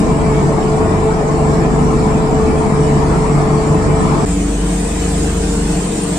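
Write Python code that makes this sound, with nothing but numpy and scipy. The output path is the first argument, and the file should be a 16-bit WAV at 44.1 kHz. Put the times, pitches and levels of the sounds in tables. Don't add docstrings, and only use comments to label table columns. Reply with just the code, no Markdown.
import sys
import numpy as np
from scipy import signal
from scipy.io import wavfile
from scipy.ndimage import uniform_filter1d

SR = 44100
rng = np.random.default_rng(int(sys.argv[2]) if len(sys.argv) > 2 else 0)


def inscribe(sig):
    pcm = np.round(np.clip(np.atleast_2d(sig).T, -1, 1) * 32767)
    wavfile.write(sys.argv[1], SR, pcm.astype(np.int16))


N = 272538

SHELTER_CYCLE_HZ, RAIL_CYCLE_HZ = (12.066, 12.29), (12.0425, 12.1925)


def gain_of(db):
    return 10 ** (np.asarray(db) / 20)


def evened(x):
    return x / np.sqrt(np.mean(x ** 2) + 1e-20)


def drift(top_hz):
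    coarse_s = np.arange(0, N + 256, 256) / SR
    slow = sum(np.sin(2 * np.pi * (f * coarse_s + rng.random())) / np.sqrt(f)
               for f in top_hz * np.geomspace(.05, 1, 20))
    return np.interp(np.arange(N) / SR, coarse_s, evened(slow))


def curves(rows):
    s, *columns = np.transpose(rows)
    return [np.interp(np.arange(N) / SR, s, column) for column in columns]


def turning(hz):
    return np.cumsum(hz * np.ones(N)) / SR + rng.random()


def tone(turns, db, same, pan_db=0.):
    ports = gain_of([[pan_db / 2], [-pan_db / 2]])
    angle = 2 * np.pi * turns
    right_shift = np.arccos(np.clip(same, -1, 1))
    return np.sqrt(2) * gain_of(db) * ports * np.cos([angle, angle + right_shift])


def beating(hz, beat_hz, peak_s, db, other_db, same=1.0):
    turns, beats = turning(hz), np.cumsum(beat_hz * np.ones(N)) / SR
    beats -= beats[round(peak_s * SR)]
    return tone(turns, db, same=1.0) + tone(turns + beats, other_db, same)


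def bump(hz, centre_hz, width_hz):
    return 1 / (1 + (2 * (hz[:, None] - centre_hz) / width_hz) ** 2)


NOTCH_WIDTH_HZ, LIFT_SHARE, LIFT_BELOW_HZ, LIFT_WIDTH_HZ = 140, 0.32, 530, 640
LOW_ROAR_HZ, LOW_ROAR_WIDTH_HZ = 200, 84


def roar(shape, modes, likeness, hiss, patchy_db, speckle_db, flicker_db, hiss_from_hz,
         notch=((0, 1, 0),), low=((0, 0),)):
    frames, hz = N // 512 + 5, np.fft.rfftfreq(2048, 1 / SR)
    at = np.minimum(np.arange(frames) * 512, N - 1)
    a, b, c, d, patches, speckle = rng.standard_normal((frames, 1025, 6)).T
    patches = evened(uniform_filter1d(uniform_filter1d(patches, size=30, axis=0), size=4, axis=1))
    speckle = evened(uniform_filter1d(uniform_filter1d(speckle, size=3, axis=0), size=6, axis=1))

    same_hz, same = np.transpose(likeness)
    same = np.clip(np.interp(np.log(hz + 1), np.log(same_hz), same), -1, 1)[:, None]
    left, other = a + 1j * b, c + 1j * d
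    z = np.array([left, same * left + np.sqrt(1 - same ** 2) * other])

    shape_hz, *shape_db = np.transpose(shape)
    ports_db = np.array([np.interp(np.log(hz + 1), np.log(shape_hz), db, left=-90) for db in shape_db])
    ports_db = ports_db[:, :, None] + sum(db * bump(hz, mode_hz, width_hz) for mode_hz, width_hz, db in modes)

    treble = (1 / (1 + (hiss_from_hz / (hz + 1)) ** 2))[:, None]
    hiss_db = (curves(hiss)[0] + flicker_db * drift(30.))[at]
    uneven_db = patchy_db * patches + np.sqrt(treble) * speckle_db * speckle
    z *= gain_of(ports_db + uneven_db + treble * hiss_db)

    notch_hz, notch_db = (curve[at] for curve in curves(notch))
    notch_shape = bump(hz, notch_hz, NOTCH_WIDTH_HZ)
    notch_shape = notch_shape - LIFT_SHARE * bump(hz, notch_hz - LIFT_BELOW_HZ, LIFT_WIDTH_HZ)
    low_db = curves(low)[0][at] * bump(hz, LOW_ROAR_HZ, LOW_ROAR_WIDTH_HZ)
    z *= gain_of(notch_db * notch_shape + low_db)
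    per_hz = np.sqrt(SR / 2048)
    return per_hz * signal.istft(z, nperseg=2048, noverlap=1536)[1][:, :N]


# Hz, left dB per Hz, right dB per Hz.
SHELTER_ROAR = [(20, -59, -58), (60, -43, -45), (107, -49.5, -51), (144, -43, -43.5), (202, -38.5, -40.5),
                (319, -41.5, -42.5), (446, -48, -48.5), (540, -49.5, -53), (720, -47, -48),
                (993, -46, -54.5), (1283, -53.5, -57), (1455, -62.5, -61), (2340, -63, -65.5),
                (2440, -69.5, -67), (3700, -75, -75), (5200, -76, -70.5), (6450, -77.5, -74.5),
                (7620, -76.5, -62.5), (8460, -71.5, -76), (8940, -69, -74.5), (9820, -84.5, -87.5),
                (11900, -94, -93.5), (14600, -100, -101), (15300, -114, -112)]
# Hz, width in Hz, dB.
SHELTER_MODES = [(148, 13, 6.5), (272, 13, 3.5), (328, 24, 3), (390, 16, 3), (458, 25, 7), (498, 10, 5),
                 (752, 32, 3), (855, 30, 2.5), (1048, 27, 4.5), (1310, 30, 2.5), (1750, 82, 3.5)]
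# Hz, left-right likeness (-1 to 1).
SHELTER_SAME = [(30, .7), (60, .74), (100, .76), (150, .74), (200, .64), (300, .7), (455, .88), (520, .45),
                (650, .55), (900, .15), (1250, .15), (1550, -.4), (1850, 0), (2150, .05), (2350, .42),
                (2650, 0), (3250, -.15), (3700, .13), (14800, .05)]
# time in seconds, treble change in dB.
SHELTER_HISS = [(0, -.8), (1, -2.2), (2, -1.3), (2.8, -1.3), (2.95, .8), (3.5, -.9), (3.95, .5),
                (4.25, 2.5)]
# time in seconds, centre in Hz, change in dB.
NOTCH = [(3.95, 1453, 2), (4.03, 1550, -4), (4.12, 1850, -3), (4.2, 2075, -8), (4.26, 2050, -5)]
# time in seconds, change in dB.
LOW_ROAR = [(0, 2.5), (.45, 1.5), (.75, -3), (1.2, -2.5), (1.7, 1), (2.5, 1.5), (3.1, -.6), (3.6, -1.2),
            (4.25, 3.5)]


def shelter_roar():
    return roar(SHELTER_ROAR, SHELTER_MODES, SHELTER_SAME, SHELTER_HISS, patchy_db=.9, speckle_db=4.4,
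                flicker_db=.3, hiss_from_hz=1500, notch=NOTCH, low=LOW_ROAR)


# Hz, left dB per Hz, right dB per Hz.
RAIL_ROAR = [(20, -57, -57), (60, -48, -48), (115, -60, -60), (159, -48.5, -49), (220, -56, -56.5),
             (285, -52, -52.5), (456, -50, -55), (537, -56.5, -57), (700, -53, -57), (1290, -63.5, -63.5),
             (2090, -65.5, -65), (4230, -70.5, -69.5), (5930, -71, -69), (7700, -62.5, -59.5),
             (8640, -57, -69), (9230, -64.5, -78), (10460, -93, -89), (11100, -85.5, -90),
             (14000, -81, -97), (14600, -139, -137), (15300, -140, -140)]
# Hz, width in Hz, dB.
RAIL_MODES = [(262, 14, 2), (296, 24, 4), (435, 24, 3), (485, 14, 3), (660, 25, 3), (705, 30, 3),
              (1030, 40, 3), (1250, 20, 4)]
# Hz, left-right likeness (-1 to 1).
RAIL_SAME = [(30, .94), (180, .93), (300, .86), (450, .62), (1100, .38), (1300, .24), (2000, .32),
             (2250, -.1), (2600, .06), (3300, -.18), (4200, .16), (4800, -.18), (5200, 0), (14800, -.05)]
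# time in seconds, treble change in dB.
RAIL_HISS = [(4.25, -2.5), (4.6, -2.2), (5, -0.3), (5.5, -0.6), (5.9, -0.5), (6.18, -0.2)]


def rail_roar_and_wake():
    return roar(RAIL_ROAR, RAIL_MODES, RAIL_SAME, RAIL_HISS, patchy_db=.6, speckle_db=4.2,
                flicker_db=.4, hiss_from_hz=1500)


# mean Hz, mean dB, wavering in dB rms, left-right likeness.
TONES = [(291.0, -37, 1.5, .8), (630.5, -42, 1.5, .8), (872.1, -38, 1.2, .5), (2326, -49, 2, .3),
         (5023, -61, 1.5, .1), (5615, -61, 1.5, .1), (10810, -75, 1.5, .1)]
# time in seconds, whine dB, upper pair dB.
BLOWER = [(0, -22, -31.5), (.8, -19, -31.5), (1.5, -20.5, -29.5), (1.85, -20.5, -39), (2.3, -19, -33),
          (2.7, -19, -32.5), (3.3, -22.5, -37), (3.65, -18.5, -32.5), (4.25, -24, -35.5)]
WHINE_HZ, PAIR_HZ, PAIR_OFFSET_DB = 436.15, (654.7, 663.4), (-2, 0)


def blower():
    unsteady = 1 + .0012 * drift(6.)
    sing = sum(tone(turning(hz * unsteady), db + waver_db * drift(25.), same)
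               for hz, db, waver_db, same in TONES)
    whine_db, pair_db = curves(BLOWER)
    sing += tone(turning(WHINE_HZ * unsteady), whine_db + 1.6 * drift(40.), same=.995)
    for hz, offset_db in zip(PAIR_HZ, PAIR_OFFSET_DB):
        sing += tone(turning(hz * unsteady), pair_db + offset_db + .7 * drift(15.), same=.99)
    return sing


# time in seconds, 4th order dB, 12th order dB, dB of the tone just above it.
SHELTER_HUM = [(0.0, -21.5, -23.5, -28), (0.45, -25, -17, -26), (0.7, -26, -25.5, -26),
               (1.0, -27, -21.5, -47), (1.4, -28, -22.5, -54), (1.9, -24, -17.5, -43), (2.5, -28, -28, -32),
               (2.8, -35, -15, -29), (3.15, -21, -19, -48), (3.55, -31, -17, -18), (3.9, -21, -24.5, -21),
               (4.25, -26, -21.5, -39)]
# time in seconds, beat rate in Hz, dB of the upper tone, which holds its pitch.
SHELTER_BEAT = [(0.0, 1.26, -28.5), (1.4, 2, -29.5), (2.3, 1.98, -26), (2.6, 2.2, -25), (3.5, 1.01, -32),
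                (4.25, 0.83, -25.5)]
NEIGHBOUR_BEAT_HZ, NEIGHBOUR_PEAK_S = 5.3, .14
SECOND_DB, GLIDING_OFFSET_DB, SIXTH_PEAK_S = -29.5, -2, 0.29


def shelter_hum():
    fourth_db, twelfth_db, neighbour_db = curves(SHELTER_HUM)
    beat_hz, sixth_db = curves(SHELTER_BEAT)
    first_hz, second_hz = SHELTER_CYCLE_HZ
    second_order = tone(turning(2 * first_hz), SECOND_DB + 1.5 * drift(2.5), same=.99)
    fourth = tone(turning(4 * first_hz), fourth_db + 1.8 * drift(5.), same=.99)
    sixth = beating(6 * second_hz, -beat_hz, SIXTH_PEAK_S, sixth_db, sixth_db + GLIDING_OFFSET_DB, same=.9)
    twelfth = beating(12 * first_hz, NEIGHBOUR_BEAT_HZ, NEIGHBOUR_PEAK_S,
                      twelfth_db + 1.1 * drift(13.0), neighbour_db)
    return second_order + fourth + sixth + twelfth


# time in seconds, 4th order dB, 24th order dB.
RAIL_HUM = [(4.26, -21, -24), (4.6, -17.5, -23.5), (4.9, -22.5, -27), (5.2, -21.5, -28), (5.7, -20.5, -25),
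            (5.9, -28, -30.5), (6.18, -33, -26)]
FIFTEENTH_DB, FIFTEENTH_BEAT_HZ, FIFTEENTH_PEAK_S = (-27.5, -28.5), 2.78, 5.085
SIXTH_START_DB, RAIL_SIXTH_PEAK_S, SIXTH_BEAT_HZ, SIXTH_SINKS_DB_PER_S = (-27, -28.5), 5.29, 0.81, 7


def rail_hum():
    first_hz, second_hz = RAIL_CYCLE_HZ
    fourth_db, upper_db = curves(RAIL_HUM)
    fourth = tone(turning(4 * first_hz), fourth_db, same=1.0)
    upper_turns = turning(24 * first_hz) + .04 * drift(4.)
    upper = tone(upper_turns, upper_db + 1.4 * drift(12.), same=.98, pan_db=0.3)
    fifteenth = beating(15 * second_hz, -FIFTEENTH_BEAT_HZ, FIFTEENTH_PEAK_S, *FIFTEENTH_DB)
    since_peak_s = np.maximum(np.arange(N) / SR - RAIL_SIXTH_PEAK_S, 0)
    sixth = beating(6 * first_hz, SIXTH_BEAT_HZ, RAIL_SIXTH_PEAK_S, *SIXTH_START_DB)
    return fourth + upper + fifteenth + gain_of(-SIXTH_SINKS_DB_PER_S * since_peak_s) * sixth


def engines(cycle_hz, in_step_s, orders, wander_turns, waver_db, apart_hz, pan_db):
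    since_s = np.arange(N) / SR - in_step_s
    cranks = [hz * since_s + wander * drift(1.516) for hz, wander in zip(cycle_hz, wander_turns)]
    offsets_turns = rng.random() + .22 * rng.standard_normal(len(orders))
    total = 0
    for (order, *levels_db), offset in zip(orders, offsets_turns):
        for hz, crank, db in zip(cycle_hz, cranks, levels_db):
            pitch = order * hz / apart_hz
            total = total + tone(order * crank + offset, db + waver_db * drift(6.),
                                 same=1 - pitch ** 6, pan_db=pan_db * pitch ** 3)
    return total


# multiple of the engine cycle, first engine dB, second engine dB.
SHELTER_ORDERS = [(3, -48, -35), (5, -41, -38), (8, -35, -35), (10, -38, -38), (14, -29, -32),
                  (15, -40, -38), (16, -33, -38), (17, -33, -42), (18, -35, -39), (20, -43, -35),
                  (27, -42, -39)]


def shelter_engines():
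    return engines(SHELTER_CYCLE_HZ, in_step_s=2.07, orders=SHELTER_ORDERS, wander_turns=(.006, .012),
                   waver_db=4.0, apart_hz=600, pan_db=18)


# multiple of the engine cycle, first engine dB, second engine dB.
RAIL_ORDERS = [(2, -38, -44), (8, -40, -46), (10, -48, -50), (12, -38, -29), (13, -42, -40),
               (14, -28.5, -30.5), (16, -41, -29.5), (17, -50, -40), (18, -31.5, -33.5), (23, -43, -46),
               (25, -44, -48), (26, -37, -33), (27, -48, -46), (28, -49, -38), (29, -50, -43),
               (31, -44, -50), (34, -37, -50), (35, -43, -41), (36, -48, -42), (38, -29.5, -43),
               (39, -44, -48)]


def rail_engines():
    return engines(RAIL_CYCLE_HZ, in_step_s=5.22, orders=RAIL_ORDERS, wander_turns=(.002, .002),
                   waver_db=1.5, apart_hz=560, pan_db=10.5)


CUT_S, SHELTER_FADE_S, RAIL_FADE_S = 4.2535, 0.0019, 0.01


def scene():
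    since_cut_s = np.arange(N) / SR - CUT_S
    shelter = shelter_roar() + blower() + shelter_hum() + shelter_engines()
    rail = rail_roar_and_wake() + rail_hum() + rail_engines()
    shelter_gain = np.clip(-since_cut_s / SHELTER_FADE_S, 0, 1)
    rail_gain = np.clip(since_cut_s / RAIL_FADE_S, 0, 1)
    return shelter * shelter_gain + rail * rail_gain


EDGE_HZ = 15385


def record(dry):
    knee = 1.1
    rounded = dry / (1 + np.abs(dry / knee) ** 6) ** (1 / 6)
    low_pass = signal.firwin(511, EDGE_HZ, window=("kaiser", 9), fs=SR)
    return signal.oaconvolve(rounded, low_pass[None], "same")


dry = scene()
out = record(dry)
inscribe(out)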